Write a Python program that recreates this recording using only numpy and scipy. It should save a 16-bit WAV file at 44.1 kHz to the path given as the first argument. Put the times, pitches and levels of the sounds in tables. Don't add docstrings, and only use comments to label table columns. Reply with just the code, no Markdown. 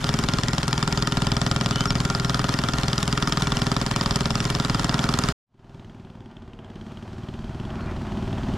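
import sys
import numpy as np
from scipy import signal
from scipy.fft import rfft, irfft, next_fast_len
from scipy.io import wavfile
from scipy.ndimage import map_coordinates

SR = 44100
rng = np.random.default_rng(int(sys.argv[2]) if len(sys.argv) > 2 else 0)


def waveform_to_disk(signal):
    frames = np.transpose(np.atleast_2d(signal))
    scaled = np.clip(frames, -1, 1) * 32767
    samples = np.round(scaled).astype(np.int16)
    wavfile.write(sys.argv[1], SR, samples)


N = 377937
TIME = np.arange(N) / SR
BOAT_ECHO_S, BANK_ECHO_S = .00733, .0155
VALVE_LEAD_S = .0019

# time_s, firings_per_s
NEAR_SPEED = [(.1, 20.45), (.25, 20.36), (1.05, 20.36), (1.45, 20.49), (1.65, 20.40), (2.2, 20.49),
              (2.9, 20.46), (3.45, 20.29), (3.7, 20.44), (3.95, 20.34), (4.4, 20.41), (4.85, 20.41),
              (5.1, 20.30)]
FAR_SPEED = [(5.94, 19.83), (6.54, 17.675), (7.117, 19.188)]
# multiple_of_firing_rate, level_db
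NEAR_HARMONICS = [(1, -21), (2, -16), (3, -8), (4, -15), (5, -11), (6, 0), (7, -1.3), (8, -2.5), (9, -4.5),
                  (10, -10), (11, -7), (12, -7), (13, -11), (14, -12), (15, -15), (16, -17), (17, -35),
                  (18, -24), (19, -15), (20, -13), (21, -22), (22, -28)]
FAR_HARMONICS = [(1, -31), (2, -10), (3, -12), (4, -10), (5, -1), (6, -2.5), (7, -6), (8, -3.5), (9, -4.5),
                 (10, -5), (11, -5), (12, -5.5), (13, -9), (14, -5), (15, -7), (16, -9.5), (17, -5),
                 (18, -8.5), (19, -6.5), (20, -5), (21, -5.5), (22, -27)]
# centre_hz, width_hz
PIPE_RESONANCES = [(300, 150), (400, 150)]
# frequency_hz, level_db
CHURN_SPECTRUM = [(30, -14), (60, -18), (78, -8), (100, 1.5), (150, -4.5), (240, -4.5), (310, -10.5),
                  (360, -12), (405, -11.5), (470, -25.5), (900, -33.5)]
KNOCK_SPECTRUM = [(460, -17.5), (560, -1), (780, -0.5), (865, -8), (930, 0.5), (1050, 1), (1500, -13.5)]
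BARK_SPECTRUM = [(350, -20.5), (470, -26), (560, -13), (780, -8.5), (850, -13.5), (950, -7), (1300, 0.5),
                 (1600, -13.5), (1850, -10.5), (2400, -11.5), (5000, -42)]
POP_SPECTRUM = [(1450, -10.5), (1780, -1), (2050, -8.5), (2290, 0.5), (2530, -15), (2780, 3), (3000, -18)]
CRACK_SPECTRUM = [(1700, -7), (2100, -18.5), (2500, -12), (2900, -2), (3400, -1), (4100, -6), (4900, -1),
                  (5600, -4.5), (6400, -13), (7300, -11), (8500, -19), (11000, -27), (13500, -48.5),
                  (15500, -63)]
SPIT_SPECTRUM = [(5500, -13), (7400, 2.5), (8600, -6.5), (11000, -8.5), (13500, -23), (15500, -35.5)]
# start_s, level_db
HARD_SPITS = [(0.1887, -25), (0.6799, -25.5), (3.0285, -27), (3.0774, -26), (3.1263, -30), (3.421, -26),
              (3.9614, -27), (4.1586, -19.5), (4.502, -25), (4.8439, -23), (5.1875, -19.5), (5.2869, -26)]
# pitch_hz, width_hz, level_db
MOUTH_MODES = [(3000, 850, -18), (3560, 99, -14.5), (4060, 440, -9), (4850, 280, -8.5), (5544, 400, -10),
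               (7040, 350, -15.5)]
CASING_MODES = [(538, 47, -45.5), (612.5, 22, -54.5), (653, 14, -49.5), (696, 24, -48), (774.5, 13, -48),
                (817, 9.5, -48), (914, 49, -46), (1029, 40, -45.5), (1108, 52, -47.5), (1255, 43, -41.5),
                (1357, 35, -48), (1428, 13, -55.5), (1482, 14, -50.5), (1630, 40, -51), (1778, 83, -45),
                (3460, 150, -54)]
# delay_s, level_db
VALVE_TAPS = [(.0195, -20.5), (.028, -18), (.0387, -14.5), (.0452, -13.5)]
# frequency_hz, level_db
MOUNT_SPECTRUM = [(440, -20), (540, 0), (1400, 0), (1800, -7), (3500, -20)]
# time_s, level_db
SINGING_LEVEL = [(0, -39), (1.2, -40.5), (2.2, -37), (3.0, -39.5), (3.5, -42.5), (4.5, -44)]
# pitch_hz, level_db
LOOSE_PARTS = [(1900, -49), (2300, -51.5), (3150, -51.5), (3550, -51.5), (4250, -51.5), (4850, -51),
               (5350, -51.5), (6300, -55), (7200, -55)]
# time_s, left_minus_right_db, crack_db, wash_db
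NEAR_DRIFT = [(0, 0.2, -0.5, -1.2), (1.2, 0, 1, -3), (2.4, 0, -1, -0.5), (3.6, -0.5, 0.4, -0.5),
              (4.5, -.6, -.7, -1.4), (5.3, -1.5, 0, 0)]
# frequency_hz, coherence_ratio
EAR_COHERENCE = [(200, 0.1), (450, 0.42), (1000, 0.64), (2200, 0.6), (5000, 0.74), (8000, 0.4),
                 (13000, 0.4)]
# frequency_hz, level_db
WASH_SPECTRUM = [(450, -4), (650, -3), (850, -6), (950, -1.5), (1300, -2.5), (1600, -4.5), (2300, -12.5),
                 (3300, -10), (4200, -14), (5300, -13.5), (7200, -17), (8500, -20.5), (11000, -25.5),
                 (13500, -33), (15500, -51.5)]
WIND_SPECTRUM = [(8, -12.5), (18, -6.5), (27, -5.5), (45, -1.5), (70, -4), (110, -16.5), (300, -54)]
WAVE_SPECTRUM = [(500, 1.5), (800, 1.5), (1400, 1.5), (1800, -6.5), (2400, -8), (3200, -14.5)]
# start_s, length_s, start_hz, end_hz, level_db, octave_db
BIRD_NOTES = [(1.722, .07, 2950, 3000, -39.5, -14), (1.78, .065, 2980, 3130, -35, -12),
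              (1.872, .04, 5500, 5390, -33.5, -35)]
FAR_TONES = [(6.05, .22, 510, 520, -63, -8), (6.15, .28, 930, 870, -64, -20),
             (6.4, .55, 471, 466, -60, -12), (7.8, .05, 4300, 4260, -58, -35),
             (7.86, .06, 2380, 2430, -56, -35)]
# peak_s, level_db, cutoff_hz
WAVE_SLAPS = [(4.91, -30.5, 1500), (5.08, -35, 1600), (7.70, -45, 2100), (7.78, -44, 2070),
              (7.88, -40.5, 2700)]
# frequency_hz, level_db
FAR_CHURN_SPECTRUM = [(30, -3), (70, -7), (100, 1), (150, -2.5), (205, -3.5), (245, -4), (290, -16),
                      (390, -13), (430, -26), (900, -51)]
FAR_WASH_SPECTRUM = [(200, -4.5), (450, -7), (540, -2.5), (650, 1), (1000, -3), (1600, -9), (2200, -15.5),
                     (3200, -15), (4500, -34), (8000, -56)]
TICK_SPECTRUM = [(1000, -11), (1600, -2), (2100, -7), (2700, -2.5), (3300, -1), (4000, -13), (5000, -16),
                 (6500, -23), (8000, -24), (10500, -34), (14000, -55)]
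HISS_SPECTRUM = [(1500, -5), (3200, 4.5), (4400, 5), (6000, 0.5), (8000, -5.5), (10000, -12), (11500, -19),
                 (13000, -15), (15500, -30)]
# start_s, level_db
HARD_TICKS = [(5.7955, -36), (5.846, -42), (6.2045, -43), (6.3675, -38), (6.645, -39), (6.7565, -35),
              (6.8115, -32.5), (6.972, -31), (7.286, -30), (7.339, -32.5), (8.328, -30)]
# time_s, level_db
HISS_LEVEL = [(5.75, -66.5), (6.1, -68.5), (6.45, -69.5), (6.62, -69.5), (6.85, -61.5), (7.3, -59.5),
              (7.8, -56.5), (8.55, -51.5)]


def from_db(db):
    return 10 ** (np.asarray(db) / 20)


def rms_one(x):
    return x / np.sqrt(np.mean(x ** 2) + 1e-20)


def at_level(db, x, times):
    running = x[..., int(times[0] * SR):int(times[-1] * SR)]
    return from_db(db) * x / np.sqrt(np.mean(running ** 2))


def at_hz(points, hz):
    known_hz, value = np.transpose(points)
    return np.interp(np.log(hz + 1e-3), np.log(known_hz), value)


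def over_time(points):
    return np.interp(TIME, *np.transpose(points))


def colour(x, spectrum, size=8192):
    hz = np.arange(size // 2 + 1) * SR / size + 1
    octaves_out = np.maximum(np.log2(spectrum[0][0] / hz), 0) + np.maximum(np.log2(hz / spectrum[-1][0]), 0)
    cepstrum = irfft(np.log(from_db(at_hz(spectrum, hz) - 18 * np.minimum(octaves_out, 3))))
    cepstrum[1:size // 2] *= 2
    cepstrum[size // 2 + 1:] = 0
    response = irfft(np.exp(rfft(cepstrum)))
    return rms_one(signal.oaconvolve(np.atleast_2d(x), response[None], axes=1)[:, :N])


def poles(hz, width_hz):
    radius = np.exp(-np.pi * width_hz / SR)
    return [1, -2 * radius * np.cos(2 * np.pi * hz / SR), radius * radius]


def resonate(x, hz, width_hz):
    return signal.lfilter([1, 0, -1], poles(hz, width_hz), x)


def muffle(x, top_hz):
    return signal.sosfilt(signal.butter(4, top_hz, fs=SR, output="sos"), x)


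def noise():
    return rng.standard_normal(N)


def wide_noise():
    size = next_fast_len(N + N % 2, real=True)
    mid, side = rfft(rng.standard_normal((2, size)))
    coherence = np.clip(at_hz(EAR_COHERENCE, np.arange(len(mid)) * SR / size), 0, 1)
    return irfft(np.sqrt(1 + coherence) * mid + np.sqrt(1 - coherence) * side * [[1], [-1]])[:, :N]


def flutter(per_s, depth_db):
    knots = rng.standard_normal(4000)
    return from_db(depth_db * np.interp(TIME * per_s, np.arange(len(knots)), knots))


def pan(db):
    return from_db(np.vstack([db / 2, -db / 2]))


def off_centre(x, lag_s, pan_db):
    left = map_coordinates(x[0], [np.arange(N) - lag_s * SR], order=3)
    return np.array([left, x[-1]]) * pan(pan_db)


def firings(speed, first_s, jitter_s):
    cycles = np.cumsum(over_time(speed)) / SR
    cycles -= np.interp(first_s, TIME, cycles)
    times = np.interp(np.arange(int(cycles[-1]) + 1), cycles, TIME)
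    return times + jitter_s * rng.standard_normal(len(times))


def clicks(times, spread_db):
    train = np.zeros(N)
    samples = np.clip(np.round(times * SR).astype(int), 0, N - 1)
    train[samples] = from_db(spread_db * rng.standard_normal(len(times)))
    return train


def strikes(rows):
    start_s, level_db = np.transpose(rows)
    train = np.zeros(N)
    train[np.round(start_s * SR).astype(int)] = from_db(level_db)
    return train


def puffs(train, rise_s, fall_s, size=2600):
    age = np.arange(size) / SR
    shape = (1 - np.exp(-(age / rise_s) ** 2)) * np.exp(-age / fall_s)
    return signal.oaconvolve(train, shape / shape.max())[:N]


def turbulence(times, memory, size=2600):
    fresh = rng.standard_normal((len(times) + 1, size))
    renewal = np.sqrt(1 - memory ** 2)
    cycles, _ = signal.lfilter([renewal], [1, -memory], fresh[1:], axis=0, zi=memory * fresh[:1])
    cycle = np.maximum(np.searchsorted(times, TIME) - 1, 0)
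    age_samples = np.round((TIME - times[cycle]) * SR).astype(int)
    return cycles[cycle, age_samples % size]


def wash(gain_db):
    return from_db(gain_db) * colour(wide_noise() * flutter(per_s=300, depth_db=4), WASH_SPECTRUM)


def wind():
    air = noise() + from_db(-19.5) * rng.standard_normal((2, N))
    return from_db(-35) * colour(air * flutter(per_s=4.7, depth_db=1.5), WIND_SPECTRUM)


def jingle():
    taps_per_s, rings = 60, 0
    for hz, db in LOOSE_PARTS:
        taps = (rng.random(N) < taps_per_s / SR) * (noise() + .5 * rng.standard_normal((2, N)))
        rings = rings + from_db(db) * rms_one(resonate(taps + 1e-18, hz, width_hz=65))
    return rings


def thump(times, harmonics, spread_db):
    firing_hz = 1 / np.mean(np.diff(times))
    pressure = colour(clicks(times, spread_db), [(k * firing_hz, db) for k, db in harmonics])
    for hz, width_hz in PIPE_RESONANCES:
        feedback = poles(hz, width_hz)
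        pressure = signal.lfilter(feedback[::-1], feedback, pressure)
    return pressure


def exhaust_bass(times, opening):
    thumps = at_level(-2, thump(times - .0006, NEAR_HARMONICS, spread_db=.46), times)
    flow = turbulence(opening, memory=.5) * (1 + .3 * puffs(clicks(opening, 1), .001, .005))
    return thumps + from_db(-7.8) * colour(flow, CHURN_SPECTRUM)


def hull_hum(times, opening):
    blows = clicks(opening + BOAT_ECHO_S + .0012, .68)
    return at_level(-53, resonate(blows, hz=408, width_hz=14), times)


def pipe_bark(times, opening, gas_flow):
    pulses = clicks(opening + .0002, .5) + from_db(-13) * clicks(opening + BOAT_ECHO_S, 1)
    knock = colour(pulses, KNOCK_SPECTRUM)
    bark = colour(gas_flow * puffs(pulses, .00023, .0027), BARK_SPECTRUM)
    return at_level(-14.5, knock, times) + at_level(-14.5, bark, times)


def gas_crack(times, opening, jet):
    echo = from_db(-13.5) * puffs(clicks(opening + BOAT_ECHO_S, 1.5), rise_s=.0012, fall_s=.002)
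    mid_cycle = (opening[1:] + opening[:-1]) / 2
    valve = from_db(-18.5) * puffs(clicks(mid_cycle + .0008, 2.5), rise_s=.001, fall_s=.0015)
    return at_level(-2.5, colour(wide_noise() * (jet + echo + valve), CRACK_SPECTRUM), times)


def gas_spit(times, opening):
    pulses = clicks(opening - .001, 3) + from_db(-11) * clicks(opening + BOAT_ECHO_S, 2)
    spurts = wide_noise() * puffs(pulses, rise_s=.004, fall_s=.0012)
    regular = at_level(-16, colour(spurts, SPIT_SPECTRUM), times)
    bursts = from_db(30) * puffs(strikes(HARD_SPITS), rise_s=.001, fall_s=.0014)
    return regular * pan(3) + bursts * colour(wide_noise(), SPIT_SPECTRUM) * pan(4)


def gas_pop(times):
    pulses = clicks(times - .0009, 1.2) + from_db(-8) * clicks(times + BOAT_ECHO_S, 2)
    bursts = noise() * puffs(pulses, rise_s=.0008, fall_s=.00088)
    return at_level(-12.5, colour(bursts, POP_SPECTRUM), times) * pan(-3)


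def ring_modes(drive, modes, times, per_s, depth_db):
    return sum(at_level(db, resonate(drive * flutter(per_s, depth_db), hz, width_hz), times)
               for hz, width_hz, db in modes)


def pipe_mouth(times, opening):
    jet = puffs(clicks(opening + .0002, .6), rise_s=.003, fall_s=.0006)
    gas = gas_crack(times, opening, jet) + gas_spit(times, opening) + gas_pop(times)
    blast = colour(wide_noise() * jet, CRACK_SPECTRUM)
    return gas + ring_modes(blast, MOUTH_MODES, times, per_s=20, depth_db=2.3)


def casing(times, opening, gas_flow):
    taps = sum(from_db(db) * clicks(times + delay_s, 2.2) for delay_s, db in VALVE_TAPS)
    blows = colour(clicks(opening, .6) + taps, MOUNT_SPECTRUM)
    rattle = colour(gas_flow * (.098 + puffs(clicks(opening, 1.2), .00052, .0027)), BARK_SPECTRUM)
    shake = blows + from_db(-8) * rattle
    singing = at_level(over_time(SINGING_LEVEL), resonate(shake, hz=1390, width_hz=9.8), times)
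    return ring_modes(shake, CASING_MODES, times, per_s=9, depth_db=1.8) + singing


def near_engine():
    drift_s, *drift = np.transpose(NEAR_DRIFT)
    pan_db, crack_db, wash_db = (np.interp(TIME, drift_s, column) for column in drift)
    exhaust_gain, gas_gain = from_db(-24), from_db(-33.5 + crack_db)
    times = firings(NEAR_SPEED, first_s=.0432, jitter_s=.00005)
    opening = times - VALVE_LEAD_S
    bass = exhaust_gain * exhaust_bass(times, opening) + hull_hum(times, opening)
    gas_flow = turbulence(opening, memory=.6) + .6 * wide_noise()
    body = exhaust_gain * pipe_bark(times, opening, gas_flow) + casing(times, opening, gas_flow)
    top = gas_gain * pipe_mouth(times, opening) + wash(-34 + wash_db) + jingle()
    boat = (off_centre(bass, lag_s=.00008, pan_db=.6) + off_centre(body, lag_s=.00009, pan_db=3)
            + off_centre(top, lag_s=.00001, pan_db=.5))
    return boat * pan(pan_db) + wind()


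def whistles(notes):
    tones = np.zeros(N)
    for start_s, length_s, start_hz, end_hz, db, octave_db in notes:
        along = np.clip((TIME - start_s) / length_s, 0, 1)
        phase = 2 * np.pi * np.cumsum(start_hz + (end_hz - start_hz) * along) / SR
        envelope = from_db(db) * np.sqrt(8 * along * (1 - along))
        tones += envelope * (np.sin(phase) + from_db(octave_db) * np.sin(2 * phase))
    return tones * flutter(per_s=130, depth_db=2.5)


def wave_slaps(rise_s=.045, fall_s=.071):
    water = colour(noise() * flutter(per_s=140, depth_db=2.5), WAVE_SPECTRUM)
    slaps = 0
    for peak_s, db, top_hz in WAVE_SLAPS:
        envelope = from_db(db) * np.exp(np.minimum((TIME - peak_s) / rise_s, (peak_s - TIME) / fall_s))
        slaps = slaps + envelope * muffle(water, top_hz)
    return slaps


def swell(start_s, before_db, end_db, bend):
    along = np.clip((TIME - start_s) / (TIME[-1] - start_s), 0, 1)
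    return from_db(before_db + (end_db - before_db) * along ** bend)


def reverberate(train, fall_s, tail_db, size=2200):
    decay = np.exp(-np.arange(size) / SR / fall_s) + from_db(tail_db)
    return signal.oaconvolve(train, rng.standard_normal(size) * decay)[:N]


def far_exhaust(times, opening, gas_flow):
    thumps = at_level(-3, thump(opening, FAR_HARMONICS, spread_db=.8), times)
    echoes = reverberate(clicks(opening, .85), fall_s=.049, tail_db=-22.5)
    banks = at_level(-9, colour(echoes, FAR_CHURN_SPECTRUM), times)
    churn = from_db(-.6) * colour(noise() + .7 * gas_flow, FAR_CHURN_SPECTRUM)
    return thumps + banks + churn


def far_knock_and_wash(times, opening, gas_flow):
    blows = clicks(opening - .0003, 1.5) + from_db(-5) * clicks(opening + BANK_ECHO_S, 2)
    knock = muffle(colour(blows, FAR_WASH_SPECTRUM), top_hz=1710)
    ring = colour(reverberate(clicks(opening, .71), fall_s=.0069, tail_db=-2), FAR_WASH_SPECTRUM)
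    water = colour((noise() + gas_flow) * flutter(per_s=150, depth_db=2.5), FAR_WASH_SPECTRUM)
    return at_level(-7.5, knock, times) + at_level(-5.5, ring, times) + from_db(-.8) * water


def far_ticks(times):
    tick = colour(noise() * puffs(clicks(times - .001, 1.3), .0007, .0025), TICK_SPECTRUM)
    clink = resonate(noise() * puffs(clicks(times - .001, 1.2), .0008, .0018), hz=3150, width_hz=300)
    hard = resonate(noise() * puffs(strikes(HARD_TICKS), .00055, .0017), hz=3120, width_hz=550)
    regular = at_level(-3.5, tick, times) + muffle(at_level(-9.5, clink, times), top_hz=4200)
    return swell(6.5, -63.5, -51.5, bend=.4) * regular + from_db(-23) * muffle(hard, top_hz=3800)


def far_hiss(opening):
    pulsing = 1 + .78 * puffs(clicks(opening, 1), .0012, .0042)
    return from_db(over_time(HISS_LEVEL)) * colour(noise() * pulsing, HISS_SPECTRUM)


def far_boom(times, gas_flow, hz=203, width_hz=27):
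    boom = resonate(resonate(gas_flow, hz, width_hz), hz, width_hz)
    return swell(7.5, -67, -31.5, bend=.5) * at_level(0, boom, times)


def far_engine():
    times = firings(FAR_SPEED, first_s=5.5438, jitter_s=.0001)
    opening = times - .0012
    gas_flow = turbulence(opening, memory=.6)
    exhaust = swell(6.5, -45.5, -29.5, bend=.72) * far_exhaust(times, opening, gas_flow)
    water = swell(6.5, -54.5, -38.5, bend=.81) * far_knock_and_wash(times, opening, gas_flow)
    gusts = swell(7, -56, -33.5, bend=.5) * colour(noise(), WIND_SPECTRUM)
    return exhaust + water + gusts + far_ticks(times) + far_hiss(opening) + far_boom(times, gas_flow)


def scene():
    cut_s, fade_start_s, fade_end_s = 5.325, 5.46, 5.75
    cut = np.clip((cut_s - TIME) / .002, 0, 1)
    fade = np.clip((TIME - fade_start_s) / (fade_end_s - fade_start_s), 0, 1) ** 1.67
    waves = wave_slaps()
    near = near_engine() + whistles(BIRD_NOTES) + waves
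    far = far_engine() + whistles(FAR_TONES) + waves
    return cut * near + fade * far


def record(dry):
    ceiling, cutoff_hz = .6, 15800
    rounded = dry / (1 + (dry / ceiling) ** 4) ** .25
    return signal.sosfilt(signal.ellip(10, .1, 80, cutoff_hz, fs=SR, output="sos"), rounded)


dry = scene()
out = record(dry)
waveform_to_disk(out)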